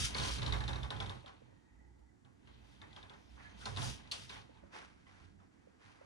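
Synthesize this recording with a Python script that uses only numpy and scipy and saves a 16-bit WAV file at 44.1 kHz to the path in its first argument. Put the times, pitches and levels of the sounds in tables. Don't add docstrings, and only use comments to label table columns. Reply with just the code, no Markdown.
import sys
import numpy as np
from scipy import signal
from scipy.fft import rfft, irfft, next_fast_len
from scipy.io import wavfile
from scipy.ndimage import uniform_filter1d

SR = 44100
rng = np.random.default_rng(int(sys.argv[2]) if len(sys.argv) > 2 else 0)


def magnitude_from_level(level_db):
    exponent = np.asarray(level_db, float) / 20
    return 10 ** exponent


def wav_out(sig):
    wavfile.write(sys.argv[1], SR, np.round(np.clip(np.atleast_2d(sig).T, -1, 1) * 32767).astype(np.int16))


N = 266883

# frequency in Hz, width in Hz, level in dB.
CARCASS_MODES = [(227, 49, -0.5), (299, 21, -1.5), (413, 8.7, 10), (894, 75, -4), (1020, 11, -5.5),
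                 (1590, 79, 0.5), (1993, 21, 8)]
# frequency in Hz, level in dB per Hz.
WOOD_SPECTRUM = [(180, -14.5), (300, -8), (635, -6.5), (928, -2.5), (1160, -3), (2150, -11.5), (2600, -13),
                 (3380, -83), (5720, -120)]


def evened(x):
    return x / np.sqrt(np.mean(x ** 2) + 1e-20)


def noise():
    return rng.standard_normal((2, N))


def columns(rows, x, warp=np.asarray):
    first, *rest = np.transpose(rows)
    return [np.interp(warp(x), warp(first), c) for c in rest]


def shaped(x, spectrum=None, modes=(), modes_db=0.):
    size = next_fast_len(N)
    hz = np.fft.rfftfreq(size, 1 / SR) + 1
    ring = sum(magnitude_from_level(db) / (1 + 2j * (hz - f) / width) for f, width, db in modes)
    if spectrum is None:
        low_cut = hz ** 4 / (hz ** 4 + 36.0 ** 4)
        gain = ring * low_cut
    else:
        inside = (hz > spectrum[0][0]) & (hz < spectrum[-1][0])
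        smooth = magnitude_from_level(columns(spectrum, hz, np.log)[0]) * inside
        gain = smooth * (1 + magnitude_from_level(modes_db) * ring)
    return evened(irfft(rfft(x, size) * gain, size)[:, :N])


def lumpy(length):
    return evened(uniform_filter1d(uniform_filter1d(rng.standard_normal(N), length), length))


def grit(per_s, spread_db, lump_s, lump_db):
    lumps = lumpy(int(lump_s * SR))
    size = magnitude_from_level(spread_db * np.minimum(rng.exponential(1, N), 4) + lump_db * lumps)
    return size * (rng.random(N) < per_s / SR) * noise()


def during(rows, fade_s=0.028):
    t = np.arange(N) / SR
    start_s, end_s = rows[0][0], rows[-1][0]
    fade_in = np.clip((t - start_s) / fade_s + .5 + 9 * (start_s < .01), 0, 1)
    fade_out = np.clip((end_s - t) / fade_s + .5 + 9 * (end_s > 6), 0, 1)
    return fade_in * fade_out


def add(mix, s, sound):
    part = mix[..., round(s * SR):][..., :sound.shape[-1]]
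    part += sound[..., :part.shape[-1]]


def strokes(rows, fall_db_per_s, sag_db_per_s=0):
    start, rise, hold, db = np.transpose(rows)[:, :, None]
    at = np.arange(0, N + 64, 64)
    t = at / SR - start
    swell = np.sin(np.pi / 2 * np.clip(t / rise, 0, 1)) ** 2
    fall_db = fall_db_per_s * np.maximum(t - rise - hold, 0) + sag_db_per_s * np.maximum(t, 0)
    gain = swell * magnitude_from_level(db - fall_db)
    return np.interp(np.arange(N), at, np.sqrt((gain ** 2).sum(0)))


def steady(x, evenness):
    swing = abs(signal.hilbert(x, next_fast_len(N))[:, :N])
    return evened(x / (swing + 0.071) ** np.clip(evenness, 0, 1))


def room_air():
    # frequency in Hz, level in dB per Hz.
    air_spectrum = [(15, -34), (25, -21), (81, 1), (145, -7.5), (289, -4.5), (546, -23.5), (761, -20.5),
                    (933, -22), (1060, -26.5), (1300, -25), (1950, -25.5), (2580, -37.5), (6810, -33.5),
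                    (9240, -41), (11000, -46.5), (14400, -76), (22000, -120)]
    return magnitude_from_level(-69) * shaped(noise(), air_spectrum)


def panel(roll):
    # frequency in Hz, width in Hz, level in dB.
    boom_modes = [(60.8, 4.8, 11.5), (66, 4.1, -10.5)]
    # frequency in Hz, width in Hz, level in dB.
    flex_modes = [(99.4, 7, 4), (123.9, 6.2, 4.5), (177, 60, -26)]
    # start in seconds, hold in seconds, level in dB.
    sway_rows = [(-.05, 0.27, -45.5), (.29, 0.043, -41.5), (.46, 0.085, -39.5), (.62, 0.12, -44.5),
                 (.81, 0.005, -44.5), (.94, 0.14, -53.5), (1.69, 0.33, -63.5), (2.47, 0.14, -63.5),
                 (2.7, .015, -73), (3.29, 0.026, -56.5), (3.48, 0.24, -64.5), (3.84, 0.02, -51),
                 (4.3, 0.069, -63.5)]
    # start in seconds, hold in seconds, level in dB.
    flex_rows = [(-.05, 0.062, -45), (0.169, 0.016, -42.5), (0.374, 0.2, -42.5), (0.61, 0.18, -47),
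                 (0.831, 0.023, -49), (0.918, 0.17, -47.5), (1.372, 0.18, -71.5), (2.225, 0.033, -68),
                 (2.422, 0.13, -66), (2.697, 0.01, -70), (2.802, 0.017, -65.5), (3.652, 0.15, -52),
                 (3.748, 0.12, -45.5), (4.18, 0.24, -64.5)]
    rise_s, fall_db_per_s = 0.035, 265
    sway = strokes([(s, rise_s, hold, db) for s, hold, db in sway_rows], fall_db_per_s)
    flex = strokes([(s, rise_s, hold, db) for s, hold, db in flex_rows], fall_db_per_s)
    boom = np.hypot(sway, roll) * steady(shaped(noise(), modes=boom_modes), 0.74)
    return boom + np.hypot(flex, magnitude_from_level(1.5) * roll) * steady(shaped(noise(), modes=flex_modes), 0.53)


def track(roll):
    # frequency in Hz, width in Hz, level in dB.
    rail_modes = [(3150, 17, -1), (3774, 40, -2.5), (4170, 93, -2), (4690, 90, -2.5), (5490, 14, 5.5),
                  (5840, 33, 5.5), (6240, 31, 9.5), (6700, 13, -2), (6794, 9.7, 13), (6770, 9.7, -3),
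                  (8780, 46, 10.5), (9240, 45, -1)]
    # frequency in Hz, level in dB per Hz.
    hiss_spectrum = [(1180, 4.5), (2000, 2), (2510, 4.5), (3400, 7.5), (4180, 2), (5560, -8.5), (6800, -23),
                     (7600, -64)]
    # frequency in Hz, level in dB per Hz.
    fizz_spectrum = [(4500, -5), (5600, -2.5), (6700, -5.5), (7400, -9), (8730, -8), (10100, -9),
                     (11200, -17), (12200, -29), (12900, -27), (13400, -25), (14800, -23), (15500, -28)]
    # start, rise and hold in seconds, hiss level in dB, fizz re hiss in dB.
    scrape_rows = [(-.03, .02, 0.066, -44.5, 2), (0.14, 0.046, 0.077, -50.5, -1),
                   (.22, 0.053, 0.083, -49.5, -1.5), (.674, 0.0048, .05, -73, -8),
                   (1.26, .006, .015, -67.5, -20), (2.434, 0.066, 0.081, -75.5, -25),
                   (2.592, .1, .06, -77.5, -3.5), (3.26, 0.11, 0.11, -73.5, -6),
                   (3.553, 0.081, 0.16, -65.5, -0.5), (3.751, 0.1, 0.052, -52.5, 2.5),
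                   (4.112, 0.006, 0.13, -60, -2), (4.2925, 0.004, 0.067, -58.5, -8),
                   (2.963, .004, .02, -69, -14)]
    hiss = strokes([row[:-1] for row in scrape_rows], 194)
    fizz_rows = [(s, rise, hold, db + re_db) for s, rise, hold, db, re_db in scrape_rows]
    fizz = strokes(fizz_rows, fall_db_per_s=215, sag_db_per_s=14)
    wear = magnitude_from_level(-60) * (roll / magnitude_from_level(-60)) ** 1.22
    specks = grit(15000, .6, .008, 1.1)
    out = np.hypot(hiss, magnitude_from_level(-4.5) * wear) * shaped(specks, hiss_spectrum, rail_modes, modes_db=5.0)
    out += fizz * shaped(specks, fizz_spectrum, rail_modes, modes_db=-8.0)
    dull = [row for row in fizz_spectrum if row[0] < 12500]
    return out + magnitude_from_level(-15) * wear * shaped(specks[:, ::-1], dull, rail_modes, modes_db=0.0)


def rolling():
    # time in seconds, carcass drone level in dB.
    roll_rows = [(0.0, -57), (0.11, -55.5), (0.27, -51), (0.66, -58), (0.84, -60), (0.91, -64), (0.98, -60),
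                 (1.16, -61), (1.25, -68.5), (1.56, -78), (2.1, -92), (2.45, -76), (2.97, -66), (3.28, -71),
                 (3.47, -67.5), (3.9, -57.5), (4.05, -65.5), (4.62, -72.5)]
    # frequency in Hz, level in dB per Hz.
    drone_spectrum = [(100, -53), (170, 9.5), (424, -5), (532, -3.5), (1010, -0.5), (1360, -9), (1560, -7),
                      (2600, -6.5), (3380, -25), (5720, -120)]
    roll = magnitude_from_level(columns(roll_rows, np.arange(N) / SR)[0])
    drone = roll * shaped(grit(5000, 1.5, .02, 1.8), drone_spectrum, CARCASS_MODES, modes_db=-2.5)
    return (panel(roll) + drone + track(roll)) * during(roll_rows)


def frame_rings():
    # start in seconds, length in seconds, frequency in Hz, width in Hz, level in dB.
    ring_rows = [(0, .08, 3250, 1100, -51), (0, .03, 5500, 200, -57), (.03, .018, 3200, 120, -51),
                 (.03, .04, 5490, 60, -52), (0, .08, 8800, 2500, -58), (.25, .11, 5500, 90, -61),
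                 (.32, .02, 4900, 300, -57), (.522, .025, 13800, 2200, -75), (2.52, .44, 13100, 1000, -99),
                 (2.81, .04, 1950, 150, -71), (2.9, .05, 2000, 120, -74), (2.92, .1, 5550, 80, -82),
                 (3.05, .45, 13100, 1000, -99), (3.12, .22, 5500, 1800, -80), (3.27, .06, 5380, 200, -82),
                 (3.37, .05, 1000, 300, -70), (3.39, .04, 2000, 500, -72), (3.43, .11, 4150, 90, -78),
                 (3.44, .07, 1700, 40, -71), (3.595, .03, 4000, 2500, -66), (4.112, .012, 13500, 1800, -66),
                 (4.148, .03, 4700, 250, -61), (4.148, .05, 2800, 700, -61), (4.2, .02, 3300, 500, -64),
                 (4.292, .006, 4200, 1500, -55), (4.296, .01, 2700, 1200, -57), (4.31, .11, 2000, 900, -63),
                 (4.32, .014, 3500, 900, -60), (4.49, .14, 900, 120, -76), (4.735, .07, 950, 200, -64),
                 (4.76, .08, 2050, 300, -68), (5.1, .13, 1650, 150, -78), (5.1, .1, 1100, 200, -78),
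                 (5.398, .05, 900, 400, -75), (5.81, .015, 900, 600, -73), (5.88, .04, 1050, 250, -72)]
    out = np.zeros((2, N))
    for s, length_s, hz, width_hz, db in ring_rows:
        t = np.arange(0, length_s + .004, 1 / SR)
        rub = rng.standard_normal((2, len(t) + 1000))
        rub = signal.lfilter(*signal.butter(2, width_hz / SR), rub)[:, 1000:]
        swell = np.sin(np.pi * (t / t[-1]) ** 0.7)
        add(out, s, magnitude_from_level(db) * swell * evened(rub * np.sin(2 * np.pi * hz * t)))
    return out


def rail_ping(t, hz, snap):
    overtone, detune, phase = rng.random(3)
    lag_cycles = np.array([[0], [.25]])
    ping = np.sin(2 * np.pi * (hz * t - lag_cycles)) * ((t / .00055) * np.exp(1 - t / .00055)) ** 2
    overtone_hz = (1.25 + .3 * overtone) * hz
    ping = ping + .1 * np.sin(2 * np.pi * overtone_hz * t) * (t / .0007) * np.exp(1 - t / .0007)
    tail = np.sin(2 * np.pi * ((.9 + .17 * detune) * hz * t + phase - lag_cycles))
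    ping = ping + 0.7 * tail * (1 - np.exp(-t / 0.002)) * np.exp(-t / 0.0036)
    return ping + magnitude_from_level(-17) * snap * (t / .0006) * np.exp(1 - t / .0006)


def carcass_knock(t, wood):
    # frequency in Hz, level in dB, 60 dB decay in seconds.
    knock_modes = [(881, -3.5, 0.059), (1056, -5.5, 0.14), (1420, -39, 0.018), (1776, 8, 0.032),
                   (2175, 2.5, 0.046), (434.5, -7.5, 0.064)]
    knock = 0.66 * wood * magnitude_from_level(-60 * t / 0.16)
    for hz, db, t60_s in knock_modes:
        phase, detune = rng.random((2, 1)), rng.random()
        tone = np.sin(2 * np.pi * (hz * (.95 + 0.082 * detune) * t + phase))
        knock = knock + magnitude_from_level(db - 60 * t / t60_s - 37.0 * phase[0, 0]) * tone
    swell = 1 - np.exp(-(t / 0.0047) ** 2)
    return 0.71 * swell * knock


def clicks():
    # time in seconds, peak in dB, ping in Hz.
    joint_rows = [(0.146, -30, 4270), (0.4185, -37, 3830), (0.5225, -30.5, 3800), (0.6039, -37.5, 3960),
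                  (0.6777, -33.5, 3870), (0.7305, -40, 3890), (0.7567, -41, 3930), (0.8302, -39.5, 3570),
                  (0.9032, -33.5, 3720), (1.001, -34, 3430), (1.094, -39, 3500), (1.2592, -49, 3530),
                  (1.277, -51, 3150), (2.2476, -63, 3400), (2.4722, -57.5, 2820), (2.815, -48, 3620),
                  (2.962, -47, 3600), (3.0272, -50.5, 3600), (3.0952, -49, 3640), (3.1344, -55.5, 3550),
                  (4.543, -66, 4200), (4.571, -64, 3440), (5.0663, -63, 3120), (5.4013, -75, 3320)]
    # time in seconds, peak in dB, ping in Hz.
    rattle_rows = [(0.1979, -35.5, 3800), (0.208, -34.5, 3250), (0.234, -32.5, 4350), (0.2478, -45, 3280),
                   (0.266, -54, 3830), (0.329, -55, 4800), (0.383, -39, 4170), (0.4281, -34.5, 4010),
                   (0.4622, -33.5, 3900), (0.476, -37.5, 3840), (0.5077, -45, 3800), (0.535, -38, 3530),
                   (0.688, -38.5, 3670), (0.784, -52, 3780), (0.562, -42, 3840), (0.582, -45, 4100),
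                   (0.6372, -42, 3870), (0.846, -51, 3940), (0.963, -44.5, 3410), (1.022, -43, 3620),
                   (1.0597, -43, 3600), (2.761, -65, 3180), (2.9284, -54, 3730), (0.2866, -39, 4340)]
    # time in seconds, peak in dB, ping in Hz, knock and crack re ping in dB.
    bump_rows = [(0.182, -31, 4130, -6.5, -5), (3.6115, -54, 3500, -7, 0), (3.6545, -35, 4180, -2, -1.5),
                 (3.7607, -41.5, 3990, -3, -1.5), (3.7698, -37, 3840, -1, -2), (3.817, -39, 3900, -0.5, -3),
                 (4.072, -55, 3830, -3.5, -4), (4.1125, -35, 4200, -16, 1),
                 (4.1182, -30.5, 4380, -12.5, -2.5), (4.2938, -43, 3900, -5, -11),
                 (4.2986, -43.5, 2390, -8.5, -16), (4.3228, -50.5, 3900, 0, -15), (4.36, -59, 3800, 8, -7)]
    # frequency in Hz, level in dB per Hz.
    crack_spectrum = [(900, -42), (2000, -11.5), (3000, 1.5), (4200, -2.5), (6500, -8), (7400, -13.5),
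                      (10000, -14), (11300, -30), (12500, -54)]
    snap_spectrum = [(4000, -1), (5200, -12), (6500, -19.0), (10500, -11), (11300, -25), (11900, -40)]
    joints = [(s, db, hz, -2.5 - 0.16 * (db + 41.5), -8) for s, db, hz in joint_rows]
    rattles = [(s, db, hz, -6, -6.5) for s, db, hz in rattle_rows]
    pings, blows, t = np.zeros((2, N)), np.zeros((2, N)), np.arange(6000) / SR
    rail = shaped(noise(), crack_spectrum)
    bright = shaped(rail, snap_spectrum)
    wood = shaped(noise(), WOOD_SPECTRUM, CARCASS_MODES, modes_db=-9.5)
    crack_gain = (1 - np.exp(-(t / 0.0032) ** 2)) * (magnitude_from_level(-60 * t / 0.03) + magnitude_from_level(-20.5 - 60 * t / 0.13))
    for s, db, hz, knock_db, crack_db in [*joints, *bump_rows, *rattles]:
        start = int(rng.random() * (N - len(t)))
        piece = slice(start, start + len(t))
        crack = rail[:, piece] * crack_gain
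        knock = carcass_knock(t, wood[:, piece])
        add(pings, s + 0.001023, magnitude_from_level(db) * rail_ping(t, hz, bright[:, piece]))
        add(blows, s + .0001, magnitude_from_level(db) * (magnitude_from_level(crack_db) * crack + magnitude_from_level(knock_db) * knock))
    for late_s, db in [(.0042, -9), (.0115, -35)]:
        add(blows, late_s, magnitude_from_level(db) * pings[::-1])
    dull = signal.butter(8, 2 * 11300 / SR, output="sos")
    return signal.sosfilt(dull, pings), blows


def ticks():
    # time in seconds, peak in dB, frequency in Hz.
    tick_rows = [(1.244, -53.5, 570), (1.42, -55.5, 473), (1.48, -68, 515), (1.526, -62.5, 525),
                 (4.495, -55, 486), (4.495, -59, 303), (4.636, -54.5, 567), (4.636, -55.5, 344),
                 (5.066, -65, 1065), (5.068, -58, 2010), (5.091, -64, 1070), (5.092, -60, 1990),
                 (5.2, -64, 1040), (5.4, -66, 1290), (5.673, -55.5, 495), (6.014, -53, 540)]
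    out, t = np.zeros((2, N)), np.arange(3000) / SR
    for s, db, hz in tick_rows:
        gain = magnitude_from_level(db - 60 * t / 0.029) * (1 - np.exp(-t / 0.0018))
        add(out, s, gain * np.sin(2 * np.pi * hz * t) * np.ones((2, 1)))
    return out


def moan(width_hz, rows):
    hz, db = columns(rows, np.arange(N) / SR)
    rub = signal.lfilter(*signal.butter(2, width_hz / SR), noise())
    return magnitude_from_level(db) * evened(rub * np.sin(2 * np.pi * np.cumsum(hz) / SR)) * during(rows)


def creeping():
    # width in Hz, then rows of time in seconds, frequency in Hz, level in dB.
    creep_tables = [
        (110, [(1.48, 1860, -84), (1.54, 1860, -84), (1.62, 1840, -87), (1.7, 1915, -80.5), (1.86, 1960, -79.5), (1.93, 1980, -88), (2.03, 1990, -94.5), (2.09, 1980, -84), (2.13, 1980, -92)]),
        (109.6, [(1.48, 950, -85), (1.8, 865, -86), (2.08, 860, -82)]),
        (1500, [(3.37, 1050, -66), (3.41, 1500, -62.5), (3.54, 1680, -70)]),
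        (250, [(3.6, 1400, -75), (3.625, 1444, -57.5), (3.65, 1430, -65)]),
        (70, [(2.93, 5600, -86), (2.965, 5580, -85), (3.015, 5550, -84)]),
        (150, [(3.34, 6350, -90), (3.4, 6340, -87), (3.58, 6320, -83)]),
        (90, [(2.6, 5940, -90), (2.68, 5880, -92), (2.76, 5800, -97)]),
        (200, [(2.62, 10500, -99), (2.9, 10600, -97), (3.1, 10600, -99), (3.4, 10400, -100), (3.5, 10500, -99)]),
        (250, [(3.82, 6400, -71), (3.86, 6310, -55), (3.93, 6550, -66)]),
    ]
    return sum(moan(*drag) for drag in creep_tables)


def squeal(rows):
    hz, db = columns(rows, np.arange(N) / SR)
    waver = 1 + 0.0011 * evened(uniform_filter1d(rng.standard_normal(N), 150))
    broken_db = 3 * lumpy(400) - 3
    return magnitude_from_level(db + broken_db) * np.sin(2 * np.pi * np.cumsum(hz * waver) / SR) * during(rows)


def axle():
    # time in seconds, frequency in Hz, level in dB.
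    squeal_tables = [
        [(2.245, 10500, -99), (2.27, 10600, -95), (2.31, 11000, -97), (2.345, 11300, -93), (2.41, 10950, -103),
         (2.46, 10550, -91), (2.5, 9700, -89), (2.51, 9600, -95)],
        [(3.43, 1690, -74), (3.45, 1700, -67), (3.495, 1710, -67), (3.53, 1710, -78)],
    ]
    return sum(squeal(rows) for rows in squeal_tables)


def scuffing():
    # frequency in Hz, level in dB per Hz.
    rustle_spectrum = [(1290, -2.5), (2200, -4.5), (3040, -8), (3880, -10), (6140, -13), (7170, -22),
                       (10100, -23), (11000, -30), (14400, -65), (22000, -120)]
    # frequency in Hz, level in dB per Hz.
    thud_spectrum = [(15, -61), (25, -13), (97, 5), (129, -14.5), (194, -1.5), (227, -9), (300, -12.5),
                     (390, -19), (660, -120)]
    # start, rise and hold in seconds, body level in dB, rustle re body in dB.
    step_rows = [
        (4.592, 0.044, 0.073, -73.5, -6.5),
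        (4.7, 0.066, 0.011, -56, -1),
        (4.938, 0.043, 0.094, -78.5, -1),
        (5.045, 0.042, 0.15, -71.5, 0.5),
        (5.386, 0.0068, 0.051, -76.5, -4.5),
        (5.49, 0.04, 0.3, -79.5, -3.5),
        (5.761, 0.092, 0.057, -69, 0),
        (5.932, .03, .1, -71, -5.5),
    ]
    # start in seconds, hold in seconds, level in dB.
    thud_rows = [
        (4.612, 0.012, -60.5),
        (4.76, 0.15, -67),
        (4.927, 0.38, -68),
        (5.194, 0.24, -66),
        (5.524, 0.1, -70),
        (5.834, 0.038, -69.5),
    ]
    rub = grit(8000, 1.3, .008, .7)
    body = strokes([row[:-1] for row in step_rows], fall_db_per_s=118, sag_db_per_s=2)
    top_rows = [(s, 1.06 * rise, hold, db + re_db) for s, rise, hold, db, re_db in step_rows]
    top = strokes(top_rows, fall_db_per_s=113, sag_db_per_s=2)
    weight = strokes([(s, 0.024, hold, db) for s, hold, db in thud_rows], fall_db_per_s=148)
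    out = body * shaped(rub, WOOD_SPECTRUM, CARCASS_MODES, modes_db=-7.0)
    out += top * shaped(rub[:, ::-1], rustle_spectrum)
    return out + weight * steady(shaped(noise(), thud_spectrum), 0.74)


def room(x):
    # frequency in Hz, 60 dB decay in seconds.
    decay_rows = [(100, 0.94), (500, 0.4), (2000, 0.22), (5000, 0.25), (11000, 0.29)]
    taps = np.zeros((2, SR // 2))
    at = np.arange(200, SR // 2 - 20, 20) + rng.integers(0, 20, (2, (SR // 2 - 201) // 20))
    np.put_along_axis(taps, at, rng.choice([-1., 1.], at.shape), 1)
    hz, t, z = signal.stft(taps, SR, nperseg=256)
    t60_s = columns(decay_rows, hz + 1, np.log)[0][:, None]
    tail = signal.istft(z * magnitude_from_level(-60 * t / t60_s), SR, nperseg=256)[1]
    return signal.fftconvolve(x, tail / np.linalg.norm(tail[0]), axes=1)[:, :N]


def scene():
    pings, blows = clicks()
    boards = ticks()
    echoes = room(magnitude_from_level(-0.5) * blows + magnitude_from_level(-14) * pings + magnitude_from_level(-7) * boards)
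    door = rolling() + frame_rings() + pings + blows + creeping() + axle()
    return room_air() + door + magnitude_from_level(4.5) * boards + scuffing() + echoes


def low_pass(x):
    return signal.sosfilt(signal.butter(12, 15200, fs=SR, output="sos"), x)


def record(dry):
    # frequency in Hz, likeness 0-1, right port lead in radians, left re right in dB.
    port_rows = [(45, 1, 0.53, -5.5), (122, 0.82, 1.3, -7), (202, 0.74, 1.04, -10.5), (307, 0.52, 2, -5.5),
                 (453, 0.44, 3, -4.5), (590, 1, 4, 0), (950, 0.76, 5, -0.5), (1440, 0.45, 4, -1.5),
                 (1800, 0.49, 4, -3.5), (2090, 0, 4.5, -3.5), (2600, 0.5, 3.9, 1), (3100, 0.2, 3, 4.5),
                 (3700, 0.4, 1.4, 4), (4300, 0.55, 0.3, 0), (5000, 0.2, 1, 4), (5500, 0.65, 0.1, 2),
                 (6300, 0.65, 0, 1.5), (6900, 0.35, -1, 1.8), (7600, 0.45, -3.8, 3), (8300, 0.5, -3.8, 1),
                 (8800, 0.55, -6.2, -6), (9260, 0.6, -7.9, -9), (9800, 0.75, -6.7, -2),
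                 (10500, 0.55, -5.5, -1), (11300, 0.7, -4, 0), (11700, 0.9, -3.3, 0), (12600, 0.5, -4.7, 0)]
    # frequency in Hz, gain in dB.
    notch_rows = [(11350, 0), (11850, -22), (12500, -22), (12800, 0)]
    size = next_fast_len(N + SR // 2)
    hz = np.fft.rfftfreq(size, 1 / SR)
    same, lead, tilt_db = columns(port_rows, hz + 1, np.log)
    same = np.clip(same, 0, 1)
    left, other = rfft(np.pad(dry, ((0, 0), (0, size - N)), "reflect"))
    right = np.exp(1j * lead) * (same * left + np.sqrt(1 - same ** 2) * other)
    pair = np.array([magnitude_from_level(tilt_db / 2) * left, magnitude_from_level(-tilt_db / 2) * right])
    centre = (magnitude_from_level(tilt_db) + magnitude_from_level(-tilt_db) + 2 * same * np.cos(lead)) / 4
    notch = magnitude_from_level(columns(notch_rows, hz)[0])
    mix = irfft(pair * notch / np.sqrt(centre + 0.063), size)[:, :N]
    return low_pass(mix)


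dry = scene()
out = record(dry)
wav_out(out)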